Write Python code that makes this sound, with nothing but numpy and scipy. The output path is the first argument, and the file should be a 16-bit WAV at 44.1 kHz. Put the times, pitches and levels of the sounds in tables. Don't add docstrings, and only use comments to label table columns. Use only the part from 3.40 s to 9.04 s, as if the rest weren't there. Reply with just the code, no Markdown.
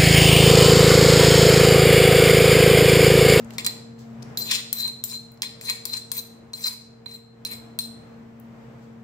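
import sys
import numpy as np
from scipy import signal
from scipy.fft import rfft, irfft, next_fast_len
from scipy.io import wavfile
from scipy.ndimage import uniform_filter1d, map_coordinates

SR = 44100
rng = np.random.default_rng(int(sys.argv[2]) if len(sys.argv) > 2 else 0)


def attenuation_scalar(level_db):
    decades = np.asarray(level_db, float) / 20
    return 10 ** decades


def master_out(mix):
    frames = np.transpose(np.atleast_2d(mix))
    ceiling = np.clip(frames, -1, 1)
    pcm = np.round(ceiling * 32767).astype(np.int16)
    wavfile.write(sys.argv[1], SR, pcm)


N = 248591

# pitch_hz, width_hz, level_db
GRIT_MODES = [(4750, 510, -1.5), (7366, 150, 9), (8630, 130, 2.5), (9730, 45, -1), (5490, 650, -21),
              (6220, 63, 0.5), (8000, 440, -8.5), (10560, 1400, -14), (6540, 6700, -7)]
RING_MODES = [(3975, 75, -6.5), (4068, 56, -2.5), (4155, 28, 2.5)]
STONE_MODES = [(3500, 260, -3.5), (998, 96, -4.5), (1833, 370, -6), (2388, 454, 0.5)]
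TIP_MODES = [(13930, 310, 1.5), (12530, 130, 2), (13700, 310, -4.5), (15300, 310, -7), (15450, 490, -11),
             (11670, 520, -12)]
BLOW_DRIVE_DB = [2.7, 5.44, 2.3, 2.7]
# belly_db, shoulder_db, edge_db, neck_db (extra on these modes), stone_db
PLACES = [(1.5, 2.5, -12, -18, 0.5), (9.5, 4.5, 3.5, -14, 5.5), (-6.5, -1, 0.5, 6.5, 2.5),
          (-7.5, -0.5, 1, 9.5, -4), (7, 3, 0, 1.5, 4), (-2.5, -0.5, -3, 10, 0.5), (-1.5, -2.5, -6, -2, 2),
          (-6, -3.5, 0, 9.5, 4.5), (-4.5, 0.5, -3, 5, -4.5), (-6.5, 3, -1, 8.5, 5.5),
          (-1, -0.5, 4, 10, -1.5), (-14, -3, 7.5, -3.5, -2)]
# start_s, peak_db, ring_db, stone_db, tip_db (last three relative to peak)
LANDINGS = [(0.1827, -16, -18.5, 1.5, -10), (0.973, -15, -12, -36, -5.5), (1.3285, -10.5, -20, -33, -1),
            (1.6389, -15.5, -23, -39, -1.5), (2.0204, -8.5, -28.5, -19.5, -27),
            (2.2116, -27.5, -21, -6, -6.5), (2.454, -18, -25, -16.5, -5), (2.7168, -17, -21, -19.5, 3),
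            (3.1339, -25, -6, -11, -27), (3.6596, -39, 6, 1.5, -6), (4.0499, -19, -4, -9, -6),
            (4.3889, -12, -3.5, -13, -4)]
LIFTS = [0.33, 1.21, 1.5, 1.78, 2.122, 2.36, 2.6, 2.82, 3.34, 3.8, 4.19, 4.48]
# start_s, peak_db, ring_db, tip_db (last two relative to peak)
CATCHES = [(0.105, -45, -23, -2), (0.247, -17, -13.5, -18.5), (0.2517, -23, -22, -11), (0.264, -8, -28, -5),
           (0.268, -14.5, -10, -16), (1.1108, -14, -23, -26), (1.1142, -9.5, -24, -20),
           (1.1375, -21, -18.5, -18.5), (1.4777, -27, 0, -10), (2.2983, -15, -13, -21),
           (2.5344, -23.5, -2, -22), (2.57, -23.5, -12, -17), (2.769, -33, -19, 7), (2.7794, -34, -11, 7),
           (2.791, -34.5, 3.5, -2), (3.24, -25, -0.5, -15), (3.258, -28, -3, -14),
           (3.2767, -25.5, 4.5, -15), (3.7217, -43.5, 0, -2), (4.1144, -36.5, -3, -11.5)]
# peak_s, grit_db, rise_s, fall_s, tip_db (relative to grit)
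DRAGS = [(0.98, -37, 0.0043, 0.27, 2.5), (1.335, -42, .004, .06, -3), (1.387, -42.5, 0.074, 0.079, 8),
         (1.645, -38, 0.0036, 0.026, 9), (1.7, -36, 0.18, 0.084, -2), (2.215, -63, .004, .1, -7),
         (2.262, -37, 0.078, 0.027, -5), (2.458, -29, 0.0059, 0.0048, 4), (2.47, -46.5, 0.0036, 0.21, 5),
         (2.725, -37, .004, 0.062, 0), (2.783, -34.5, 0.046, 0.02, 5), (3.218, -44, 0.16, 0.056, 0),
         (3.758, -52.5, .1, 0.0158, 2.5), (4.4, -40.5, .004, 0.1, 4)]
# peak_s, grit_db, rise_s, fall_s, tip_db (relative to grit)
SCOOPS = [(0.191, -36, .004, 0.047, -11), (0.27, -28.5, 0.018, 0.019, -11.5),
          (0.28, -51, 0.008, 0.13, -10.5), (1.119, -24, .035, 0.088, -15),
          (1.155, -33.5, 0.053, 0.046, -11.5), (1.479, -39, 0.11, 0.034, -13),
          (1.729, -40, 0.011, 0.029, -8.5), (2.03, -28.5, 0.0056, 0.029, -11), (2.07, -58, .02, 0.18, -17),
          (2.303, -29.5, 0.038, 0.02, -6), (2.33, -50.5, .02, 0.2, -8.5),
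          (2.538, -34.5, 0.0099, 0.061, -18), (3.139, -57, 0.0044, 0.14, -8),
          (3.268, -32, 0.062, 0.096, -3.5), (3.67, -59, 0.0043, 0.25, -9), (4.06, -40, .004, 0.089, -11),
          (4.116, -44, 0.03, 0.09, 1)]
# peak_s, level_db, rise_s, fall_s
SINGS = [(0.985, -36, .01, 0.18), (1.092, -28, 0.033, 0.078), (1.15, -27, 0.057, 0.043),
         (0.295, -32.5, 0.029, .03), (1.43, -19.5, .08, 0.083), (1.735, -30, .04, 0.14),
         (2.035, -36, .01, 0.16), (2.295, -25.5, 0.054, 0.085), (2.53, -25, .06, 0.057),
         (2.785, -36.5, 0.024, .04), (3.14, -43.5, 0.0031, 0.039), (3.27, -31, 0.057, 0.068),
         (3.668, -42, 0.0034, 0.033), (3.758, -41.5, 0.082, 0.043), (4.06, -34, 0.0036, 0.084),
         (4.12, -34.5, 0.032, 0.087), (4.4, -41, 0.005, 0.015), (4.43, -40, 0.042, 0.05)]
# start_s, peak_db,
# pitch_hz, left_over_right_db
TICKS = [(0.0464, -40, 7650, 8), (0.107, -28, 2460, 3), (0.1363, -36.5, 7560, 4.5), (0.592, -42, 5700, 5),
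         (0.824, -36.5, 4300, 15), (0.828, -33.5, 5440, 16), (1.918, -40.5, 12890, 15),
         (1.9415, -44.5, 13600, 0), (1.9744, -46, 4590, 0.5), (3.8611, -58.5, 4820, 9),
         (4.8249, -62, 5100, 6), (4.999, -37, 14800, 10)]
# peak_s, level_db, rise_s, fall_s
RUSTLES = [
    (0.001, -54, .01, 0.072),
    (0.142, -50, 0.053, 0.079),
    (0.592, -54, .02, 0.18),
    (5.442, -65, .12, 0.053),
    (5.502, -76.5, .1, 0.0504),
]
# pitch_hz, decay_s
ECHO_DECAY = [(500, 0.36), (2500, 0.57), (6000, 0.56), (15000, 0.26)]
# time_s, gain_db, fan_swing_db, compressor_db
ROOM_STATE = [(0.0, -1, 6, -11), (0.28, -0.5, -3, -9), (0.78, -0.5, 4, 1.5), (0.92, 0.5, -2.5, 1.5),
              (1.1, -3.5, 1, -7), (1.7, -7.5, 1.5, 0), (2.5, -5, -3.5, -17), (2.9, -7, 0.5, -17),
              (3.25, -8.5, 0.5, -12), (3.9, -7.5, -1.5, -8), (4.3, -2, 1.5, -10), (4.51, -4, 3.5, -10),
              (4.62, -4.5, -1.5, 1), (4.9, -4.5, 2, -8), (5.1, -5, 4.5, -4), (5.34, -3.5, -1, 3),
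              (5.56, -3.5, 1.5, -3), (5.64, -4.5, 3.5, -10)]
# pitch_hz, level_db (per Hz)
AIR_COLOUR = [(25, -18.5), (50, -9), (100, -2.5), (160, 1), (310, -5.5), (630, -8.5), (1000, -12),
              (2100, -19), (3200, -27.5), (5000, -32.5), (8000, -36), (9300, -47.5), (13000, -41.5),
              (15800, -43)]
# pitch_hz, likeness (1 = same)
AIR_LIKENESS = [(60, 1), (300, 0.76), (640, 0.48), (1400, 0), (15000, 0.11)]
# pitch_hz, level_db
MIC_TREBLE = [(15600, 0.5), (16300, -22.5), (17000, -41)]

DRAG_RING_DB, DRAG_STONE_DB = -11.5, -17
SCOOP_RING_DB, SCOOP_STONE_DB = -16, -2.5
CATCH_STONE_DB = -16
BLOW_PAN_DB, BLOW_PAN_SPREAD_DB = 2.5, 5.5
BELLY_STONE, EDGE_TIP = 1, 0.6
BELLY_HOLLOW = -0.47
GRIP_DETUNE = 0.013
GAP_HZ, GAP_WIDTH_HZ, GAP_DEPTH = 2916, 364, 0.57
RIGHT_LAG = 8
BLADE_HZ, BLADE_DB, SECOND_DB = 229.8, -45, -58.5
MAINS_DB, PUMP_DB, AIR_DB = -49.5, -50, -49.5
SECOND_FOLLOWS, SECOND_TRADES, MAINS_FOLLOWS = 0.69, 0.72, 0.94


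def spoon():
    drive = pressure()
    catches = [(s, db, ring, CATCH_STONE_DB, tip) for s, db, ring, tip in CATCHES]
    blows = LANDINGS + catches
    pans_db = BLOW_PAN_DB + BLOW_PAN_SPREAD_DB * rng.standard_normal(len(blows))
    shared_rub = friction(bumps=2500, spread_db=4.5, smooth=0.69)
    bursts = blow_noise(len(blows))
    edges = [0] + [round((row[0] - 0.015) * SR) for row in LANDINGS[1:]] + [N]
    out = np.zeros((2, N + SR))
    for k, modes in enumerate([GRIT_MODES, RING_MODES, STONE_MODES, TIP_MODES]):
        is_ring, is_stone = k == 1, k == 2
        level = drive[k] * attenuation_scalar(-4.0 + 2.48 * wobble(45))
        rub = shared_rub + 0.87 * rng.standard_normal((2, N))
        force = level * patchy(rub, depth_db=0 if is_ring else 3.5) * attenuation_scalar(left_right(4.4))
        swing = np.abs(irfft(resonances(modes, fft_hz(0)))).max()
        for (s, db, *rel_db), pan_db, burst in zip(blows, pans_db, bursts):
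            group_db = ([0] + rel_db)[k] + BLOW_DRIVE_DB[k]
            size = attenuation_scalar(db + group_db + left_right(pan_db)) / swing
            knock = (burst[0] + 0.55 * burst[1:]) / np.linalg.norm(burst[0])
            force[:, round(s * SR):][:, :burst.shape[1]] += size * knock
        for a, b, place in zip(edges, edges[1:], PLACES):
            belly_db, edge_db, stone_db = place[0], place[2], place[4]
            detune = 0 if is_ring else GRIP_DETUNE * rng.standard_normal()
            stone_extra_db = [BELLY_STONE * belly_db, BELLY_HOLLOW * belly_db]
            extra_db = [place[:4], (), stone_extra_db, [EDGE_TIP * edge_db]][k]
            answer = resonances(modes, fft_hz(b - a) * (1 + detune), extra_db)
            sound = filtered(force[:, a:b], answer) * attenuation_scalar(stone_db if is_stone else 0)
            out[:, a:a + sound.shape[1]] += sound
    late_right = np.array([out[0], np.roll(out[1], RIGHT_LAG)])[:, :N]
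    return filtered(late_right, bowl_gap(fft_hz(N)))[:, :N]


def pressure():
    drag, scoop = swells(DRAGS), swells(SCOOPS)
    ring = attenuation_scalar(DRAG_RING_DB) * drag + attenuation_scalar(SCOOP_RING_DB) * scoop + swells(SINGS)
    stone = attenuation_scalar(DRAG_STONE_DB) * drag + attenuation_scalar(SCOOP_STONE_DB) * scoop
    rubs = DRAGS + SCOOPS
    tip = swells(rubs, rel_db=[row[-1] for row in rubs])
    return touching() * np.array([drag + scoop, ring, stone, tip])


def touching():
    t = np.arange(N) / SR
    down = sum((t > row[0]) * (t < lift) * 1.0 for row, lift in zip(LANDINGS, LIFTS))
    return uniform_filter1d(down, size=401)


def friction(bumps, spread_db, smooth):
    size_db = spread_db * np.minimum(rng.exponential(size=N), 3.5)
    hit = rng.random(N) < bumps / SR
    grains = hit * attenuation_scalar(size_db) * rng.choice([-1, 1], N)
    clumps_db = 3.3 * wobble(70) + 1.7 * wobble(250)
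    return unit((unit(grains) + smooth * rng.standard_normal(N)) * attenuation_scalar(clumps_db))


def blow_noise(count):
    t = np.arange(600) / SR
    fade = attenuation_scalar(-60 * t / 0.0028) + attenuation_scalar(-10.5 - 60 * t / 0.025)
    return rng.standard_normal((count, 3, len(t))) * fade


def bowl_gap(hz):
    damping = 1j * hz * GAP_WIDTH_HZ
    return 1 - GAP_DEPTH * damping / (GAP_HZ ** 2 - hz ** 2 + damping)


def food():
    rustle_modes = [(4416, 2700, -0.5), (7800, 880, -1.5), (12000, 4300, -15)]
    rustle = filtered(rng.standard_normal((2, N)), resonances(rustle_modes, fft_hz(N)))[:, :N]
    out = swells(RUSTLES) * attenuation_scalar(-3 + 1.2 * wobble(27)) * rustle
    t = np.arange(512) / SR
    tick_hz = np.fft.rfftfreq(len(t), 1 / SR)
    noises = rng.standard_normal((len(TICKS), 2, len(t)))
    for (s, db, hz, pan_db), noise in zip(TICKS, noises):
        tick = filtered(noise * attenuation_scalar(-60 * t / 0.013), resonances([(hz, 0.28 * hz, 0)], tick_hz))
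        out[:, round(s * SR):][:, :len(t)] += attenuation_scalar(db - 7.5 + left_right(pan_db)) * tick
    return out


def kitchen(x):
    hop, delay = SR // 3, 180
    out = np.zeros((2, N + SR))
    for start in range(0, N, hop):
        hz, t, z = signal.stft(rng.standard_normal((2, SR // 2)), SR, nperseg=256)
        fade = attenuation_scalar(-60 * t / along(ECHO_DECAY, hz)[:, None])
        tail = signal.istft(z * fade, SR, nperseg=256)[1]
        wet = signal.fftconvolve(x[None, start:start + hop], tail / np.linalg.norm(tail[0]), axes=1)
        out[:, start + delay:start + delay + wet.shape[1]] += wet
    return out[:, :N]


def machines():
    gain_db, swing_db, load_db = curves(ROOM_STATE)
    mains_db = MAINS_DB + MAINS_FOLLOWS * gain_db
    pump_db = PUMP_DB + gain_db + load_db
    hum = tone(120, mains_db, lead=-0.037, pan_db=1.5)
    hum += tone(131.5 + 1.1 * wobble(2.8), pump_db + 1.4 * wobble(6), lead=-0.16, pan_db=1.0)
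    air_db = AIR_DB + gain_db + 2.0 + 1.7 * wobble(3.86)
    return fan(gain_db, swing_db) + hum + attenuation_scalar(air_db) * air()


def fan(gain_db, swing_db):
    hz = BLADE_HZ + 0.3 * wobble(1.5)
    blade_db = BLADE_DB + gain_db + swing_db
    second_db = SECOND_DB + SECOND_FOLLOWS * gain_db - SECOND_TRADES * swing_db
    out = tone(hz + 0.79 * wobble(9), blade_db + 1.2 * wobble(9.6), lead=-0.24, pan_db=2.5)
    out += tone(2 * hz + 1.32 * wobble(9), second_db + 5.5 + 1.28 * wobble(8), lead=1.54, pan_db=-3)
    out += tone(3 * hz + 2.2 * wobble(9), blade_db - 22 + 0.9 * wobble(5.8), lead=0.3, pan_db=-2.0)
    return out


def air():
    hz = fft_hz(N)
    turn = np.arccos(np.clip(along(AIR_LIKENESS, hz), -1, 1)) / 2
    colour = attenuation_scalar(along(AIR_COLOUR, hz)) * [np.cos(turn), np.sin(turn)]
    mid, side = filtered(rng.standard_normal((2, N)), colour)[:, :N]
    return unit(np.array([mid + side, mid - side])) * attenuation_scalar(left_right(1.4))


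def tone(hz, db, lead, pan_db):
    turn = 2 * np.pi * np.cumsum(hz + np.zeros(N)) / SR + left_right(lead)
    return np.sqrt(2) * attenuation_scalar(db + left_right(pan_db)) * np.sin(turn)


def resonances(modes, f, extra_db=()):
    extra_db = list(extra_db) + [0] * len(modes)
    total = 0
    for k, (hz, width, db) in enumerate(modes):
        damping = 1j * f * width
        total = total + (-1) ** k * attenuation_scalar(db + extra_db[k]) * damping / (hz * hz - f * f + damping)
    return unit(total)


def swells(rows, rel_db=None):
    t, out = np.arange(N) / SR, np.zeros(N)
    for k, (s, db, rise, fall, *_) in enumerate(rows):
        near = slice(max(0, int((s - 3 * rise) * SR)), int((s + 3 * fall) * SR))
        lag = t[near] - s
        drop_db = 20 * np.where(lag < 0, -lag / rise, lag / fall)
        out[near] += attenuation_scalar(db + (0 if rel_db is None else rel_db[k]) - drop_db)
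    return out


def patchy(x, depth_db):
    z = signal.stft(x, nperseg=256)[2]
    field = uniform_filter1d(rng.standard_normal(z.shape[1:]), size=4, axis=0)
    field = uniform_filter1d(field, size=9, axis=1)
    y = signal.istft(z * attenuation_scalar(depth_db * unit(field)), nperseg=256)[1][:, :N]
    return x.std() * unit(y)


def wobble(rate):
    knots = rng.standard_normal(int(N * rate / SR) + 4)
    return map_coordinates(knots, [np.arange(N) * rate / SR])


def curves(rows):
    s, *cols = np.transpose(rows)
    return np.array([np.interp(np.arange(N) / SR, s, c) for c in cols])


def along(points, hz):
    f, v = np.transpose(points)
    return np.interp(np.log(hz + 1), np.log(f + 1), v)


def left_right(difference):
    return np.array([[difference], [-difference]]) / 2


def unit(x):
    return x / np.sqrt(np.mean(np.abs(x) ** 2) + 1e-20)


def fft_hz(n):
    return np.fft.rfftfreq(2 * next_fast_len(n // 2 + SR // 4), 1 / SR)


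def filtered(x, response):
    m = 2 * (response.shape[-1] - 1)
    return irfft(rfft(x, m) * response, m)


def scene():
    near = spoon() + food()
    return near + attenuation_scalar(-11.0) * kitchen(near[0]) + machines()


def low_pass(x):
    return signal.sosfilt(signal.butter(12, 17030, fs=SR, output="sos"), x)


def record(dry):
    mix = filtered(dry, attenuation_scalar(along(MIC_TREBLE, fft_hz(N))))[:, :N]
    return low_pass(mix)


dry = scene()
out = record(dry)
master_out(out)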